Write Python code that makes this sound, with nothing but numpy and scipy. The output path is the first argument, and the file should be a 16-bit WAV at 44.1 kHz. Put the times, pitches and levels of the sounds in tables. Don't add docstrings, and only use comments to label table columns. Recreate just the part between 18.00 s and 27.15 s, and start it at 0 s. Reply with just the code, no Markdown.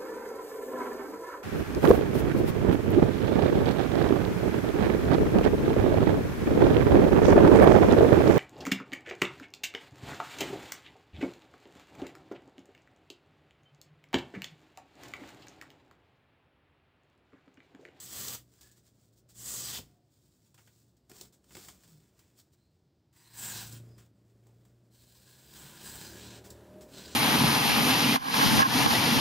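import sys
import numpy as np
from scipy import signal
from scipy.fft import rfft, irfft
from scipy.io import wavfile
from scipy.ndimage import uniform_filter1d

SR = 44100
rng = np.random.default_rng(int(sys.argv[2]) if len(sys.argv) > 2 else 0)


def store_wav(level_fs):
    pcm = np.round(np.clip(np.atleast_2d(level_fs), -1, 1) * 32767)
    wavfile.write(sys.argv[1], SR, pcm.T.astype(np.int16))


N = 403515
TIME = np.arange(N) / SR
CUTOFF_HZ = 15700

# f/Hz, level/dB
AIR_COLOUR = [(18, -23.5), (30, -24), (75, 0.5), (148, 1), (202, -7.5), (341, -6.5), (467, -16), (591, -19),
              (656, -17.5), (1330, -28.5), (1640, -29), (2360, -31.5), (4910, -28), (9940, -50),
              (15500, -43)]
# start/s, length/s, first f/Hz, last f/Hz, width/Hz, level/dB
TONE_SWELLS = [(0.548, 0.23, 1710, 1710, 170, -74.5), (1.838, 0.26, 710, 690, 52, -78),
               (3.822, 0.24, 175, 144, 14, -60), (4.552, 0.19, 4050, 4280, 300, -85),
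               (5.837, 0.196, 4900, 5100, 330, -77), (7.552, 0.24, 147, 144.5, 18, -56)]
# t/s, firing rate/Hz, level/dB, boom/dB
ENGINE_RUN = [(0, 31.2, -65.5, -67), (1.1, 29, -62, -60.5), (1.6, 30, -60.5, -63), (2.1, 28, -65.5, -67.5),
              (2.6, 27.4, -66, -54.5), (3.25, 30.5, -62.5, -72), (3.6, 32.6, -62, -74),
              (3.95, 29, -60, -68), (5.0, 30, -71, -78), (5.55, 27.5, -61, -47.5), (5.85, 29.5, -49, -44),
              (6.14, 28.4, -59.5, -58), (6.45, 29, -57, -49.5), (7.15, 30, -61, -62),
              (7.6, 34, -58.5, -57.5), (7.92, 34, -55.5, -55), (8.28, 38.1, -52.5, -54),
              (9.15, 38.7, -53, -76)]
# f/Hz, level/dB
EXHAUST_COLOUR = [(28, -19.5), (45, -12.5), (60, 3), (76, 1.5), (95, -6.5), (115, -1), (150, -4.5),
                  (190, 1.5), (260, -6.5), (370, -5.5), (470, -14.5), (600, -16.5), (750, -26.5),
                  (1500, -30.5), (3500, -43)]
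# t/s, level/dB
ENGINE_WHINE = [(7.9, -75), (8.2, -66.5), (8.55, -69.5), (8.84, -52.5), (8.93, -68)]
# t/s, level/dB, f/Hz, t60/s (time to fade by 60 dB)
FINGER_BUMPS = [(0.326, -59, 370, 0.1), (1.789, -47, 143, 0.16), (3.1, -52, 377, 0.16),
                (3.211, -56, 366, 0.09), (3.238, -63, 250, 0.1), (3.566, -53.5, 384, 0.15),
                (6.466, -58, 343, 0.26)]
# f/Hz, level/dB
RUSTLE_HISS = [(1200, -17), (2300, -24), (3300, -6), (5200, -1.5), (6200, -5), (7400, 1.5), (8300, -1.5),
               (9800, -10.5), (12000, -11), (14600, -4.5), (15500, -3.5)]
DRAW_HISS = [(1200, -18), (2200, -4), (3000, 1.5), (4200, 0), (4500, -2), (5200, 0), (6400, -2),
             (7700, 4.5), (8500, 0.5), (9800, -6), (12000, -6.5), (14000, -1.5), (15500, 0)]
CUT_HISS = [(1200, -48), (2200, -20), (3100, -5), (4200, -7.5), (4900, -3), (5600, -7), (7300, -1),
            (8100, -3), (8650, -6.5), (9600, -7.5), (11300, -11), (13000, -4.5), (14900, 1), (15600, -4.5)]
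# f/Hz, level/dB
LOOSE_BODY = [(35, -23), (70, 10.5), (130, 10.5), (220, 8), (380, 5.5), (550, 2), (800, 0), (1150, 0),
              (1500, 0), (1900, -1), (2600, -3), (3500, -3), (6000, -52)]
TAUT_BODY = [(35, -5), (70, -8), (130, 5.5), (250, 2), (450, -5), (680, -6), (1000, -0.5), (1250, -7.5),
             (1650, -2.5), (2000, -10.5), (2500, -11.5), (3300, -9), (6000, -23)]
# middle/s, half length/s, hiss/dB, body against hiss/dB
SHEET_SHIFTS = [(0.627, 0.11, -64, -9.5), (0.786, 0.018, -66.5, -9.5), (0.868, 0.033, -66, -11),
                (1.007, 0.078, -72, -11.5), (1.135, 0.0087, -71.5, -18), (1.183, 0.02, -65, -17),
                (1.305, 0.018, -67, -11), (1.86, 0.1, -77, -4), (2.254, 0.16, -72, -12.5),
                (2.437, 0.05, -76.5, -9), (2.698, 0.18, -70, -13), (3.075, 0.02, -87, -15),
                (3.194, 0.058, -52.5, -10), (3.614, 0.1, -52, -10.5), (3.822, 0.025, -68.5, -10),
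                (3.931, 0.069, -65, -12), (4.146, 0.48, -77.5, -3.5), (4.227, 0.03, -73.5, -5),
                (4.394, 0.023, -60.5, -14), (4.533, 0.012, -71, -19), (5.86, 0.09, -73, -3.5),
                (6.02, 0.051, -71.5, -2.5), (6.515, 0.33, -81, -2.5)]
# t/s, level/dB, body against level/dB, t60/s
CREASE_SNAPS = [(0.282, -25, -24, 0.048), (0.61, -39.5, -13, 0.086), (0.63, -49, -18, 0.065),
                (0.713, -47, -17, 0.094), (1.288, -43.5, -16, 0.16), (1.785, -35, -7, 0.053),
                (2.543, -48, -8.5, 0.075), (2.577, -47, -1.5, 0.12), (2.674, -56.5, 3.5, 0.064),
                (2.967, -59, -25, 0.077), (3.096, -40, -12, 0.087), (3.115, -45, -3, 0.02),
                (3.211, -33.5, -18.5, 0.057), (3.324, -46.5, -13, 0.13), (3.442, -58, -5.5, 0.059),
                (3.507, -52, 3.5, 0.077), (3.551, -39.5, -3.5, 0.05), (3.568, -39, -4, 0.06),
                (3.684, -34.5, -8, 0.077), (3.835, -45, -8, 0.087), (4.191, -48.5, -8, 0.08),
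                (5.127, -54, -7, 0.12), (5.724, -34.5, -30.5, 0.071), (5.979, -44, -5.5, 0.11),
                (6.468, -58, -11, 0.06), (6.651, -57, -6.5, 0.067), (8.44, -37, -9, 0.18),
                (8.503, -35, -28, 0.06), (8.808, -38.5, -9.5, 0.13)]
# f/Hz, width/Hz, level/dB
FLAP_MODES = [(886, 320, -6), (1690, 280, 4.5), (2150, 50, -28)]
BLADE_MODES = [(4000, 160, -14), (4100, 300, -5.5), (4850, 115, 0.5), (6090, 220, -11.5), (6960, 47, -13.5),
               (7500, 32, -13), (7900, 220, -16.5), (8200, 45, -5), (9400, 200, -9.5), (14400, 200, -8.5)]
FLUTTER_MODES = [(1135, 100, -4), (1920, 180, -4), (3470, 140, -11), (4170, 250, -5.5), (4900, 120, -18),
                 (5900, 130, -6), (6420, 140, -6), (7700, 260, -11), (7920, 200, -0.5), (9460, 460, -12)]
# start/s, length/s, attack/s, hiss/dB, swell along the stroke/dB, body against hiss/dB, rasp/dB
CUT_STROKES = [(0.0, 0.095, 0.0013, -47.5, -3.5, -13.5, -3.5), (0.08, 0.27, 0.085, -38.5, -1, -13, -14.5),
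               (1.335, 0.44, 0.16, -42, 0, -13.5, 3)]
# the same columns, then first rasp f/Hz, treble bite/dB, flap tuning/ratio, ringing/dB
DRAW_STROKES = [(5.125, 0.25, 0.042, -70.5, 6.5, -6.5, -33, 7700, 3, 1.12, 6),
                (5.33, 0.3, 0.11, -43.5, 0, -9.5, 1.5, 7500, 3.5, 0.96, 0.5),
                (5.63, 0.14, 0.051, -57, 4, -9, -29, 4034, 3.5, 0.87, -8),
                (6.9, 0.66, 0.037, -71.5, 12, -9, 0.5, 4297, 3.5, 0.96, -2),
                (7.51, 0.3, 0.082, -53, -1, -6, -22.5, 3795, 1, 0.93, -4),
                (7.795, 0.36, 0.064, -48.5, -3, -8, -10, 7900, 2, 0.96, 1),
                (8.15, 0.23, 0.043, -49.5, 0, -11.5, -15, 4100, -7, 0.951, -1.5),
                (8.43, 0.36, 0.012, -68, -4, 1.5, -14, 4100, -5, 1.05, -6),
                (8.87, 0.31, 0.11, -48.5, -0.5, -12.5, -18, 4263, -7, 0.89, -0.5)]


def from_db(db):
    return 10 ** (np.asarray(db) / 20)


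def rms_one(x):
    return x / np.sqrt(np.mean(x ** 2) + 1e-20)


def in_time(rows):
    times, *columns = np.transpose(rows)
    return [np.interp(TIME, times, column) for column in columns]


def during(rows):
    return uniform_filter1d(1.0 * ((TIME >= rows[0][0]) & (TIME <= rows[-1][0])), size=300)


def drift(rate_hz):
    pole = np.exp(-40 * np.pi * rate_hz / SR)
    noise = rng.standard_normal(N // 20 + 2002)
    slow = signal.lfilter([1], [1, -2 * pole, pole * pole], noise)[2000:]
    return np.interp(np.arange(N) / 20, np.arange(len(slow)), rms_one(slow))


def colour(x, spectrum, size=8192):
    hz, db = np.transpose(spectrum)
    bins_hz = np.fft.rfftfreq(size, 1 / SR)
    curve_db = np.interp(np.log(bins_hz + 1), np.log(hz), db)
    gain = rms_one(from_db(curve_db) * (bins_hz < CUTOFF_HZ + 1000) + 1e-4)
    cepstrum = irfft(np.log(gain))[:size // 2]
    cepstrum[1:] *= 2
    return signal.oaconvolve(x, irfft(np.exp(rfft(cepstrum, size))))[:N]


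def resonator(hz, width_hz):
    r = np.exp(-np.pi * width_hz / SR)
    return (1 - r * r) / 2 * np.array([1, 0, -1]), [1, -2 * r * np.cos(2 * np.pi * hz / SR), r * r]


def glide(x, hz, width_hz, size=256):
    out, state = np.zeros(N), np.zeros(2)
    for i in range(0, N, size):
        out[i:i + size], state = signal.lfilter(*resonator(hz[i], width_hz), x[i:i + size], zi=state)
    return out


def shelf(x, hz, db):
    low = np.tile(signal.butter(2, hz, "low", fs=SR, output="sos"), (2, 1))
    high = np.tile(signal.butter(2, hz, "high", fs=SR, output="sos"), (2, 1))
    return signal.sosfilt(low, x) + from_db(db) * signal.sosfilt(high, x)


def still_air(level_db=-71.5):
    return from_db(level_db) * colour(rng.standard_normal(N), AIR_COLOUR)


def faint_tones():
    out = np.zeros(N)
    for start, length, first_hz, last_hz, width_hz, db in TONE_SWELLS:
        progress = np.clip((TIME - start) / length, 0, 1)
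        phase = 2 * np.pi * np.cumsum(first_hz + (last_hz - first_hz) * progress) / SR
        tone = drift(width_hz / 2) * np.cos(phase) + drift(width_hz / 2) * np.sin(phase)
        out += from_db(db) * np.sin(np.pi * progress) * tone
    return out


def motorbike(harmonics=26, waver_db=3.5, idle_hz=28.74, boom_hz=122, boom_width_hz=13.8):
    firing_hz, level_db, boom_db = in_time(ENGINE_RUN)
    phase = 2 * np.pi * np.cumsum(firing_hz * (1 + 0.00446 * drift(8.1))) / SR
    boom = from_db(boom_db + 1.1 * drift(16))
    whine = during(ENGINE_WHINE) * from_db(in_time(ENGINE_WHINE)[0] + 3.78 * drift(13.7))
    rumble = from_db(level_db - 6.5) * colour(rng.standard_normal(N), EXHAUST_COLOUR)
    pipe_hz, pipe_db = np.transpose(EXHAUST_COLOUR)
    hum, tones = np.zeros((2, N))
    for k in range(1, harmonics + 1):
        hz = k * firing_hz
        wave = np.sqrt(2) * np.sin(k * phase + 2 * np.pi * rng.random())
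        db = np.interp(np.log(hz), np.log(pipe_hz), pipe_db) + waver_db * drift(8)
        hum += from_db(level_db + db - 11.5) * wave
        near_boom = np.exp(-((hz - boom_hz) / boom_width_hz) ** 2)
        tones += wave * (boom * near_boom + whine * (k == 16))
    treble_db = -1.5 + 1.256 * (firing_hz - idle_hz)
    return shelf(rumble + hum, 364, treble_db) + tones


def walls(x, t60=0.18, echo_db=-8.5):
    age = TIME[:SR // 3]
    tail = rng.standard_normal(len(age)) * from_db(-60 * age / t60) * (age > 0.004)
    return x + from_db(echo_db) * signal.oaconvolve(x, tail / np.linalg.norm(tail))[:N]


def bumps(width_hz=130):
    out = np.zeros(N)
    age = TIME[:SR // 2]
    for t, db, hz, t60 in FINGER_BUMPS:
        start = round(t * SR)
        push = rng.standard_normal(len(age)) * from_db(db - 60 * age / t60)
        thud = signal.lfilter(*resonator(hz, width_hz), push)
        out[start:start + len(age)] += thud * np.sqrt(SR / np.pi / width_hz)
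    return signal.sosfilt(signal.butter(2, 900, fs=SR, output="sos"), out + 1e-18)


def fibres(per_s, rub_db, clump_db, clump_hz):
    snaps = (rng.random(N) < per_s / SR) * rng.choice([-1, 1], N)
    strength = from_db(5.7 * np.minimum(rng.exponential(1, N), 4))
    force = rms_one(snaps * strength) + from_db(rub_db) * rng.standard_normal(N)
    return rms_one(force * from_db(clump_db * drift(clump_hz)))


def paper(hiss_gain, body_gain, force, hiss_colour, body_colour):
    pushes = force * rng.choice([-1, 1], N)
    return colour(force * hiss_gain, hiss_colour) + colour(pushes * body_gain, body_colour) + 1e-18


def rustles():
    force = fibres(per_s=1800, rub_db=3, clump_db=2, clump_hz=10.3)
    hiss, body = from_db(-95), 0
    for middle, half_length, db, body_db in SHEET_SHIFTS:
        swell = from_db(db) * np.exp(-np.minimum(((TIME - middle) / half_length) ** 2, 20))
        hiss = hiss + swell
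        body = body + swell * from_db(body_db + 4)
    return from_db(-2) * paper(hiss, body, force, RUSTLE_HISS, LOOSE_BODY)


def crinkles(crack_s=0.0042, crisp_t60=0.059, rise_share=0.072):
    hiss, body = np.zeros((2, N))
    for t, db, body_db, t60 in CREASE_SNAPS:
        start = round(t * SR)
        age = TIME[:min(SR // 2, N - start)]
        crack = min(1, crisp_t60 / t60) ** 2 * np.exp(-(age / crack_s) ** 2)
        spray = from_db(-60 * age / t60) * (1 - np.exp(-age / (rise_share * t60)))
        burst = from_db(db) * (crack + spray)
        hiss[start:start + len(age)] += burst
        body[start:start + len(age)] += burst * from_db(body_db)
    snap = colour(rng.standard_normal(N) * hiss, RUSTLE_HISS)
    shake = colour(rng.standard_normal(N) * body, LOOSE_BODY)
    return from_db(-11) * snap + from_db(-5.5) * shake


def strokes(rows, release_db_per_s):
    start, length, attack, db, swell_db, *columns = np.transpose(rows)[:, :, None]
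    grid = TIME[::32]
    age = grid - start
    progress = np.clip(age / length, 0, 1)
    rise = np.clip(age / attack, 0, 1) ** 1.1
    release_db = release_db_per_s * np.clip(age - length, 0, 1)
    gains = rise * from_db(db + swell_db * progress - release_db)
    gain = gains.sum(axis=0)
    controls = [(gains * column).sum(axis=0) / (gain + 1e-30) for column in [progress] + columns]
    return [np.interp(TIME, grid, control) for control in [gain] + controls]


def flap(x, tuning):
    return sum(from_db(db) * glide(x, hz * tuning, width) for hz, width, db in FLAP_MODES)


def rasp_pitch(progress, first_hz, hold_share, fall_share, low_hz=3270):
    return first_hz + (low_hz - first_hz) * np.clip((progress - hold_share) / fall_share, 0, 1)


def ringing(x, modes, shift_db, shift_hz):
    out = np.zeros(N)
    for hz, width, db in modes:
        gain = from_db(db + shift_db * np.tanh(drift(shift_hz)))
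        out += gain * signal.lfilter(*resonator(hz, width), x)
    return out


def slow_draws(flap_sag=0.039, rasp_fade_db=12.5, bite_fade_db=6):
    force = fibres(per_s=6000, rub_db=2, clump_db=1, clump_hz=59)
    controls = strokes(DRAW_STROKES, release_db_per_s=425)
    gain, progress, body_db, rasp_db, first_hz, bite_db, tuning, ring_db = controls
    along = progress - 0.5
    rub = paper(gain, gain * from_db(body_db + 1.5), force, DRAW_HISS, TAUT_BODY)
    flap_ring = flap(rub, tuning - flap_sag * along)
    steel_ring = ringing(rub, BLADE_MODES, shift_db=11.5, shift_hz=10.04)
    rings = from_db(ring_db) * (flap_ring + steel_ring)
    rasp_hz = rasp_pitch(progress, first_hz, hold_share=0.538, fall_share=0.61)
    rasp = from_db(rasp_db - rasp_fade_db * along) * glide(rub, rasp_hz, width_hz=757)
    return from_db(-2.5) * shelf(rub + rings + rasp, 7000, bite_db - bite_fade_db * along)


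def quick_cuts(loosening_db=3.5, ring_fade_db=42):
    force = fibres(per_s=6000, rub_db=4, clump_db=1, clump_hz=30)
    gain, progress, body_db, rasp_db = strokes(CUT_STROKES, release_db_per_s=483)
    body_gain = gain * from_db(body_db + 4 + loosening_db * (progress - 0.5))
    rip = paper(gain, body_gain, force, CUT_HISS, LOOSE_BODY)
    taut_ring = from_db(-1 - ring_fade_db * progress) * flap(rip, tuning=np.full(N, 1.1))
    rasp_hz = rasp_pitch(progress, first_hz=7700, hold_share=0.47, fall_share=0.4)
    rasp = from_db(rasp_db + 2) * glide(rip, rasp_hz, width_hz=3230)
    flutter = ringing(rip, FLUTTER_MODES, shift_db=8.5, shift_hz=28)
    return from_db(-4) * (rip + taut_ring + rasp + flutter)


def noise_suppressor(x, split_hz=600, depth_db=10.5, shut_db=-68, range_db=19.5, release_db_per_s=130):
    treble = signal.sosfilt(signal.butter(2, split_hz, "high", fs=SR, output="sos"), x)
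    level_db = 10 * np.log10(np.abs(uniform_filter1d(treble ** 2, size=1024)) + 1e-14)
    fall_db = release_db_per_s * TIME
    held_db = np.maximum.accumulate(level_db + fall_db) - fall_db
    cut_db = depth_db * (1 - np.clip((held_db - shut_db) / range_db, 0, 1))
    return from_db(-cut_db) * shelf(x, split_hz, cut_db)


def scene():
    near = walls(quick_cuts() + slow_draws() + rustles() + crinkles() + bumps())
    air = still_air()
    mono = noise_suppressor(near + motorbike()) + faint_tones() + air
    return np.tile(mono, (2, 1))


def record(dry):
    return signal.sosfilt(signal.ellip(12, 0.1, 70, CUTOFF_HZ, fs=SR, output="sos"), dry)


dry = scene()
out = record(dry)
store_wav(out)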